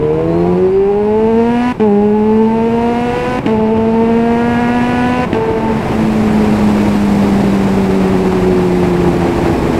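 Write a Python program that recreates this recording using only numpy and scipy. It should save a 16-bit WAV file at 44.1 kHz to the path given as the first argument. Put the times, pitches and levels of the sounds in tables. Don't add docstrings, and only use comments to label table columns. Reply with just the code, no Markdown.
import sys
import numpy as np
from scipy import signal
from scipy.fft import rfft, irfft
from scipy.io import wavfile
from scipy.ndimage import uniform_filter1d, minimum_filter1d

SR = 44100
rng = np.random.default_rng(int(sys.argv[2]) if len(sys.argv) > 2 else 0)


def unload_wav(signal):
    wavfile.write(
        sys.argv[1],
        SR,
        np.round(np.clip(np.atleast_2d(signal).T, -1, 1) * 32767).astype(np.int16),
    )


N = 431738
TIME = np.arange(N) / SR
BINS = np.fft.rfftfreq(N, 1 / SR)

# (time [s], buffeting level [dB], hiss level [dB])
WIND_LEVELS = [(0, -22, -58), (.45, -20, -50.5), (.8, -24, -57), (1.4, -23, -54), (2.2, -23.5, -54.5),
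               (3.3, -19, -48.5), (3.7, -21, -58.5), (4.5, -19, -47), (5.5, -18, -50), (5.95, -16, -41),
               (6.9, -16, -37.5), (8.5, -16, -40), (9.79, -15, -38.5)]
# (frequency [Hz], level [dB])
BUFFET_SPECTRUM = [(15, -7.5), (45, -2.5), (120, 2.5), (220, 2.5), (400, -1), (560, -5.5), (850, -7),
                   (1350, -16.5), (2400, -20), (3300, -30), (5000, -39), (8000, -50), (15000, -58.5)]
# (frequency [Hz], level [dB])
HISS_SPECTRUM = [(1500, -16), (3800, 3), (5300, 0.5), (6300, -4), (8200, -3.5), (9000, -8), (9800, -7),
                 (10800, -9), (11800, -9), (13000, -12), (15500, -17.5)]
# (frequency [Hz], width [Hz], lift of the hiss [dB])
EDGE_WHISTLES = [(5600, 250, 0), (6860, 200, 2), (7660, 200, 4)]
# (time [s], level [dB])
WAKE_LEVEL = [(0, -58), (.6, -49), (.8, -30), (1.3, -35), (1.5, -69)]
# (time [s], level [dB])
GEAR_LEVEL = [(0.1, -70), (.3, -57), (.75, -60), (.9, -80)]
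# (firing starts [s], firing stops [s], from [Hz], to [Hz], bow of the pull's course [Hz],
#  flare while the clutch bites [Hz], body of the exhaust [dB], intake [dB])
GEAR_PULLS = [(0, 1.725, 148.5, 249, 0, 0, 0, 0), (1.799, 3.393, 199, 252, 1, 17, -2, 0),
              (3.476, 5.254, 215, 250, 2, 4, -.5, .7), (5.337, 5.78, 223, 222, 0, 0, -7, 0)]
# (firing rate [Hz], level pulling [dB], level coasting [dB])
BEAT_LEVELS = [(153, -24, -21), (167.6, -20.5, -24.5), (179.7, -19.5, -27), (193.4, -38, -34.5),
               (215, -33, -31), (245, -35.5, -39)]
# (frequency [Hz], level [dB])
LOPE_SPECTRUM = [(80, -5), (200, -13.5), (280, -21), (350, 3.5), (430, 6), (540, -16), (800, -3.5),
                 (1080, -9), (1400, -24.5)]
# (frequency [Hz], level [dB])
SNARL_SPECTRUM = [(600, -11), (850, 11), (1100, 5), (1280, -3.5), (1450, 4.5), (1750, 2.5), (2100, -2),
                  (2400, -3), (2850, -3.5), (3200, -18), (4200, -18.5), (6000, -27.5)]
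# (frequency [Hz], level [dB])
RASP_SPECTRUM = [(150, -23), (400, -2.5), (620, 3), (830, 9.5), (1300, -12), (1800, 0), (2300, 0),
                 (2800, -0.5), (3200, -8), (4200, -14), (6500, -20), (9000, -21), (12300, -33),
                 (14000, -35), (15500, -37.5)]
# (time [s], lift [dB])
HONK_LIFT = [(.5, -5), (1.6, -1.5), (3.95, -6.5), (4.35, 4.5), (4.75, 4), (5.2, -1), (5.7, -3)]
# (firing rate [Hz], level of 1 [dB], 1.5 [dB] and 2 [dB] times that rate)
DRONE_LINES = [(164.6, -29, -22, -22.5), (175.8, -17, -25.5, -15.5), (187, -15.5, -27, -15.5),
               (189.4, -13, -21.5, -16.5), (200.5, -13, -30, -27), (208.3, -12.5, -23.5, -35),
               (213, -13, -27.5, -21), (218, -14, -29, -27.5)]
# (time [s], level [dB])
EXHAUST_POPS = [(1.798, -6), (1.807, -7), (3.387, -6), (3.461, -1), (3.467, -6), (5.329, -1), (5.346, -9)]
# (firing rate [Hz], level of the 1st [dB], 2nd [dB], 3rd [dB] and 4th multiple [dB])
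PIPE_RESONANCES = [(155, -23.5, -18.5, -18, -34), (175, -14, -12.5, -34, -21),
                   (190, -12.5, -15.5, -30, -39.5), (207.6, -15.5, -15.5, -31.5, -23),
                   (229.2, -12.5, -10.5, -28, -24.5), (247.4, -15.5, -21.5, -24, -26)]
# (time [s], distance [m])
WALL_DISTANCE = [(0, 2.62), (.54, 2.23), (.72, 2.26), (1.06, 1.94), (1.71, 1.55), (2.19, 1.743),
                 (2.42, 1.66), (2.58, 1.755), (3.04, 1.65), (3.18, 1.76), (3.59, 1.82), (4.8, 1.61),
                 (5.21, 1.605), (5.44, 1.92), (5.56, 1.85), (5.7, 1.65)]

SOUND_M_PER_S, WALL_ECHO_GAIN = 343, 0.81
FLARE_S = .075
SAG_HZ_PER_S = 14.3
THROTTLE_CLOSE_S, DRONE_AFTER_S, DRONE_RISE_S = 0.15, 0.11, 0.054
FULL_BREATH_HZ = 245.5
# top level (dB), growth (dB per Hz), least level (dB)
SNARL_GROWTH, RASP_GROWTH = (-27, 0.45, -36.5), (-29, 0.51, -43.5)
SHUT_SNARL_DB, SHUT_RASP_DB, SHUT_DB_PER_HZ = -49, -30.5, 0.092
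BAND_LIMIT_HZ = 15750

PULL_TIMES = [s for pull in GEAR_PULLS for s in pull[:2]]
THROTTLE_SHUTS_S = GEAR_PULLS[-1][1]


def amp(db):
    return 10 ** (np.asarray(db) / 20)


def unit(x):
    return x / np.sqrt(np.mean(x ** 2) + 1e-20)


def curves(rows):
    s, *columns = np.transpose(rows)
    return [np.interp(TIME, s, column) for column in columns]


def spectrum_db(points, hz):
    f, db = np.transpose(points)
    return np.interp(np.log(hz + 1), np.log(f), db)


def coloured(x, db):
    return unit(irfft(rfft(x) * amp(db), N))


def wander(rate_hz):
    count = 8192
    hz = np.fft.rfftfreq(count, N / SR / count)
    slow = irfft(rfft(rng.standard_normal(count)) / (1 + (hz / rate_hz) ** 4))
    return unit(np.interp(TIME, np.linspace(0, N / SR, count), slow))


def bell(hz, centre_hz, width_hz):
    return 1 / (1 + (2 * (hz - centre_hz) / width_hz) ** 2)


def wind(gust_db=1.0, eddy_db=0.57, hiss_gust_db=0.3, hiss_eddy_db=0.73,
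         split_hz=200, roar_growth=0.57, full_db=-17):
    buffet_db, hiss_db = curves(WIND_LEVELS)
    gusts, eddies = wander(22), wander(87)

    air = coloured(rng.standard_normal(N), spectrum_db(BUFFET_SPECTRUM, BINS))
    low_pass = signal.butter(2, split_hz, fs=SR, output="sos")
    rumble = signal.sosfiltfilt(low_pass, air)
    roar_gain = amp(roar_growth * (buffet_db - full_db))
    buffet = rumble + (air - rumble) * roar_gain

    whistles_db = sum(db * bell(BINS, hz, width) for hz, width, db in EDGE_WHISTLES)
    hiss = coloured(rng.standard_normal(N), spectrum_db(HISS_SPECTRUM, BINS) + whistles_db)
    return (buffet * amp(buffet_db + gust_db * gusts + eddy_db * eddies)
            + hiss * amp(hiss_db + hiss_gust_db * gusts + hiss_eddy_db * eddies))


def wake(centre_hz=45, width_hz=55):
    rumble = coloured(rng.standard_normal(N), 20 * np.log10(bell(BINS, centre_hz, width_hz)))
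    return amp(curves(WAKE_LEVEL)[0]) * rumble


def roadside(x, wall_s=0.0084, t60=0.16, wet_db=-17):
    t = TIME[:SR // 4]
    taps = rng.standard_normal(len(t)) * (t > wall_s) * amp(-60 * t / t60)
    high_pass = signal.butter(2, 600, "high", fs=SR, output="sos")
    scattered = signal.sosfilt(high_pass, x)
    return amp(wet_db) * signal.fftconvolve(scattered, taps / np.linalg.norm(taps))[:N]


def by_speed(rows, hz):
    speeds, *columns = np.transpose(rows)
    return [np.interp(hz, speeds, column) for column in columns]


def per_gear(values):
    return np.interp(TIME, PULL_TIMES, np.repeat(values, 2))


def speed():
    hz = np.interp(TIME, PULL_TIMES, [f for pull in GEAR_PULLS for f in pull[2:4]])
    for start, stop, _, _, bow_hz, flare_hz, *_ in GEAR_PULLS:
        progress = np.clip((TIME - start) / (stop - start), 0, 1)
        since = (TIME - start) / FLARE_S
        flare = np.clip(1 + since, 0, 1) * np.exp(-since ** 4)
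        hz = hz + 4 * bow_hz * progress * (1 - progress) + flare_hz * flare
    return hz - SAG_HZ_PER_S * np.maximum(TIME - THROTTLE_SHUTS_S, 0)


def throttle():
    return np.clip((THROTTLE_SHUTS_S - TIME) / THROTTLE_CLOSE_S + .5, 0, 1)


def ignition(fade_s=0.0084):
    cut = 0
    for before, after in zip(GEAR_PULLS, GEAR_PULLS[1:]):
        inside_s = np.minimum(TIME - before[1], after[0] - TIME)
        cut = cut + np.clip(inside_s / fade_s + .5, 0, 1)
    return 1 - cut


def gear(angle):
    teeth, shake_rad, flicker_db = 49, 1.2, 4
    level = amp(curves(GEAR_LEVEL)[0] + flicker_db * wander(11))
    return level * np.sqrt(2) * np.cos(teeth * angle / 2 + shake_rad * wander(45))


def stack(angle, hz, multiples, colour, unrest, rate_hz, lift=lambda hz: 0, smear=0.1313):
    sound, power = np.zeros(N), np.zeros(N)
    for k in multiples:
        gain = amp(spectrum_db(colour, k * hz))
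        phase = k * angle - smear * k ** 2
        steady = np.cos(phase)
        restless = unrest * wander(rate_hz) * np.cos(phase + 2 * np.pi * rng.random())
        sound += gain * amp(lift(k * hz)) * (steady + restless)
        power += gain ** 2 * (1 + unrest ** 2) / 2
    return sound / np.sqrt(power)


def lope(angle, hz, cycle_db=-8):
    per_turn = stack(angle, hz, np.arange(.5, 7), LOPE_SPECTRUM, unrest=.4, rate_hz=12)
    per_cycle = stack(angle, hz, np.arange(.75, 5, .5), LOPE_SPECTRUM, unrest=.7, rate_hz=12)
    pulling_db, coasting_db = by_speed(BEAT_LEVELS, hz)
    level_db = coasting_db + throttle() * (pulling_db - coasting_db)
    return amp(level_db) * (per_turn + amp(cycle_db) * per_cycle)


def intake_level(hz, growth, shut_db, bite_db=7, bite_s=0.055):
    top_db, db_per_hz, least_db = growth
    bite = 0
    for start, *_ in GEAR_PULLS[1:]:
        bite = bite + (TIME > start - FLARE_S) * np.exp(-((TIME - start) / bite_s) ** 2)
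    grown = amp(top_db + db_per_hz * np.minimum(hz - FULL_BREATH_HZ, 0))
    gear_db = per_gear([pull[-1] for pull in GEAR_PULLS])
    pulling = np.hypot(grown, amp(least_db)) * amp(bite_db * bite + gear_db)
    coasting = amp(shut_db + SHUT_DB_PER_HZ * (hz - FULL_BREATH_HZ))
    return coasting + throttle() * (pulling - coasting)


def intake(angle, hz, gulp=0.35, honk_hz=1700, honk_width_hz=550):
    honk_db, = curves(HONK_LIFT)
    uneven, jitter_rad = .16, .03

    def honk(f):
        return honk_db * bell(f, honk_hz, honk_width_hz)

    strokes = angle + jitter_rad * wander(25)
    snarl = stack(strokes, hz, np.arange(5, 27), SNARL_SPECTRUM, unrest=.25, rate_hz=10, lift=honk)
    snarl *= 1 + uneven * (np.cos(angle / 2) + np.sin(angle / 4))

    puffs = rng.standard_normal(N) * np.exp(gulp * np.cos(angle) + uneven * np.cos(angle / 2))
    rasp = coloured(puffs, spectrum_db(RASP_SPECTRUM, BINS))
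    return (intake_level(hz, SNARL_GROWTH, SHUT_SNARL_DB) * snarl
            + intake_level(hz, RASP_GROWTH, SHUT_RASP_DB) * rasp)


def pops(pipe_hz=260):
    ring_s, crack, dull_hz = .0018, .3, 2200
    out, t = np.zeros(N), TIME[:SR // 20]
    dulling_db = 10 * np.log10(1 + (BINS / dull_hz) ** 2)
    grit = coloured(rng.standard_normal(N), spectrum_db(RASP_SPECTRUM, BINS) - dulling_db)
    swell = t / ring_s * np.exp(1 - t / ring_s)
    for s, db in EXHAUST_POPS:
        at = round(s * SR) + np.arange(len(t))
        out[at] += amp(db) * swell * (np.sin(2 * np.pi * pipe_hz * t) + crack * grit[at])
    return out


def pipe_delay(k, lag=1.76):
    return lag * np.sqrt(k - 1)


def pipe_lines(angle, multiples, levels_db, flutter=0.036, ripple_db=0.5248):
    lines = 0
    for k, db in zip(multiples, levels_db):
        lines = lines + amp(db + ripple_db * k * wander(16)) * np.cos(k * angle - pipe_delay(k))
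    return np.sqrt(2) * lines * (1 + flutter * wander(49))


def drone(angle, hz):
    onset = np.clip((TIME - THROTTLE_SHUTS_S - DRONE_AFTER_S) / DRONE_RISE_S, 0, 1)
    return onset * pipe_lines(angle, [1, 1.5, 2], by_speed(DRONE_LINES, hz))


def exhaust(angle, hz, wall_dull_hz=730):
    first, second, third, fourth = by_speed(PIPE_RESONANCES, hz)
    body_db = per_gear([pull[-2] for pull in GEAR_PULLS])
    note = pipe_lines(angle, [1, 2, 3, 4], [first + body_db, second + body_db, third, fourth])
    round_trip_s = 2 * curves(WALL_DISTANCE)[0] / SOUND_M_PER_S
    echo = np.interp(TIME - round_trip_s, TIME, note)
    dull_echo = irfft(rfft(echo) / (1 + (BINS / wall_dull_hz) ** 8), N)
    return (note + WALL_ECHO_GAIN * dull_echo) * throttle()


def scene(coast_through=0.073):
    hz, firing = speed(), ignition()
    angle = 2 * np.pi * np.cumsum(hz) / SR + .13 * wander(13)
    fired = (exhaust(angle, hz) + drone(angle, hz)) * firing + pops()
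    drawn = intake(angle, hz) * (firing + coast_through * (1 - firing))
    engine = fired + drawn + lope(angle, hz) + gear(angle)
    return (engine + roadside(engine) + wind() + wake())[None]


def record(dry):
    ceiling, size = .89, 221
    gain = minimum_filter1d(ceiling / np.maximum(abs(dry), ceiling), 2 * size)
    smooth_gain = uniform_filter1d(uniform_filter1d(gain, size), size)
    low_pass = signal.firwin(1023, BAND_LIMIT_HZ, window=("kaiser", 9), fs=SR)
    return signal.oaconvolve(dry * smooth_gain, low_pass[None], "same")


dry = scene()
out = record(dry)
unload_wav(out)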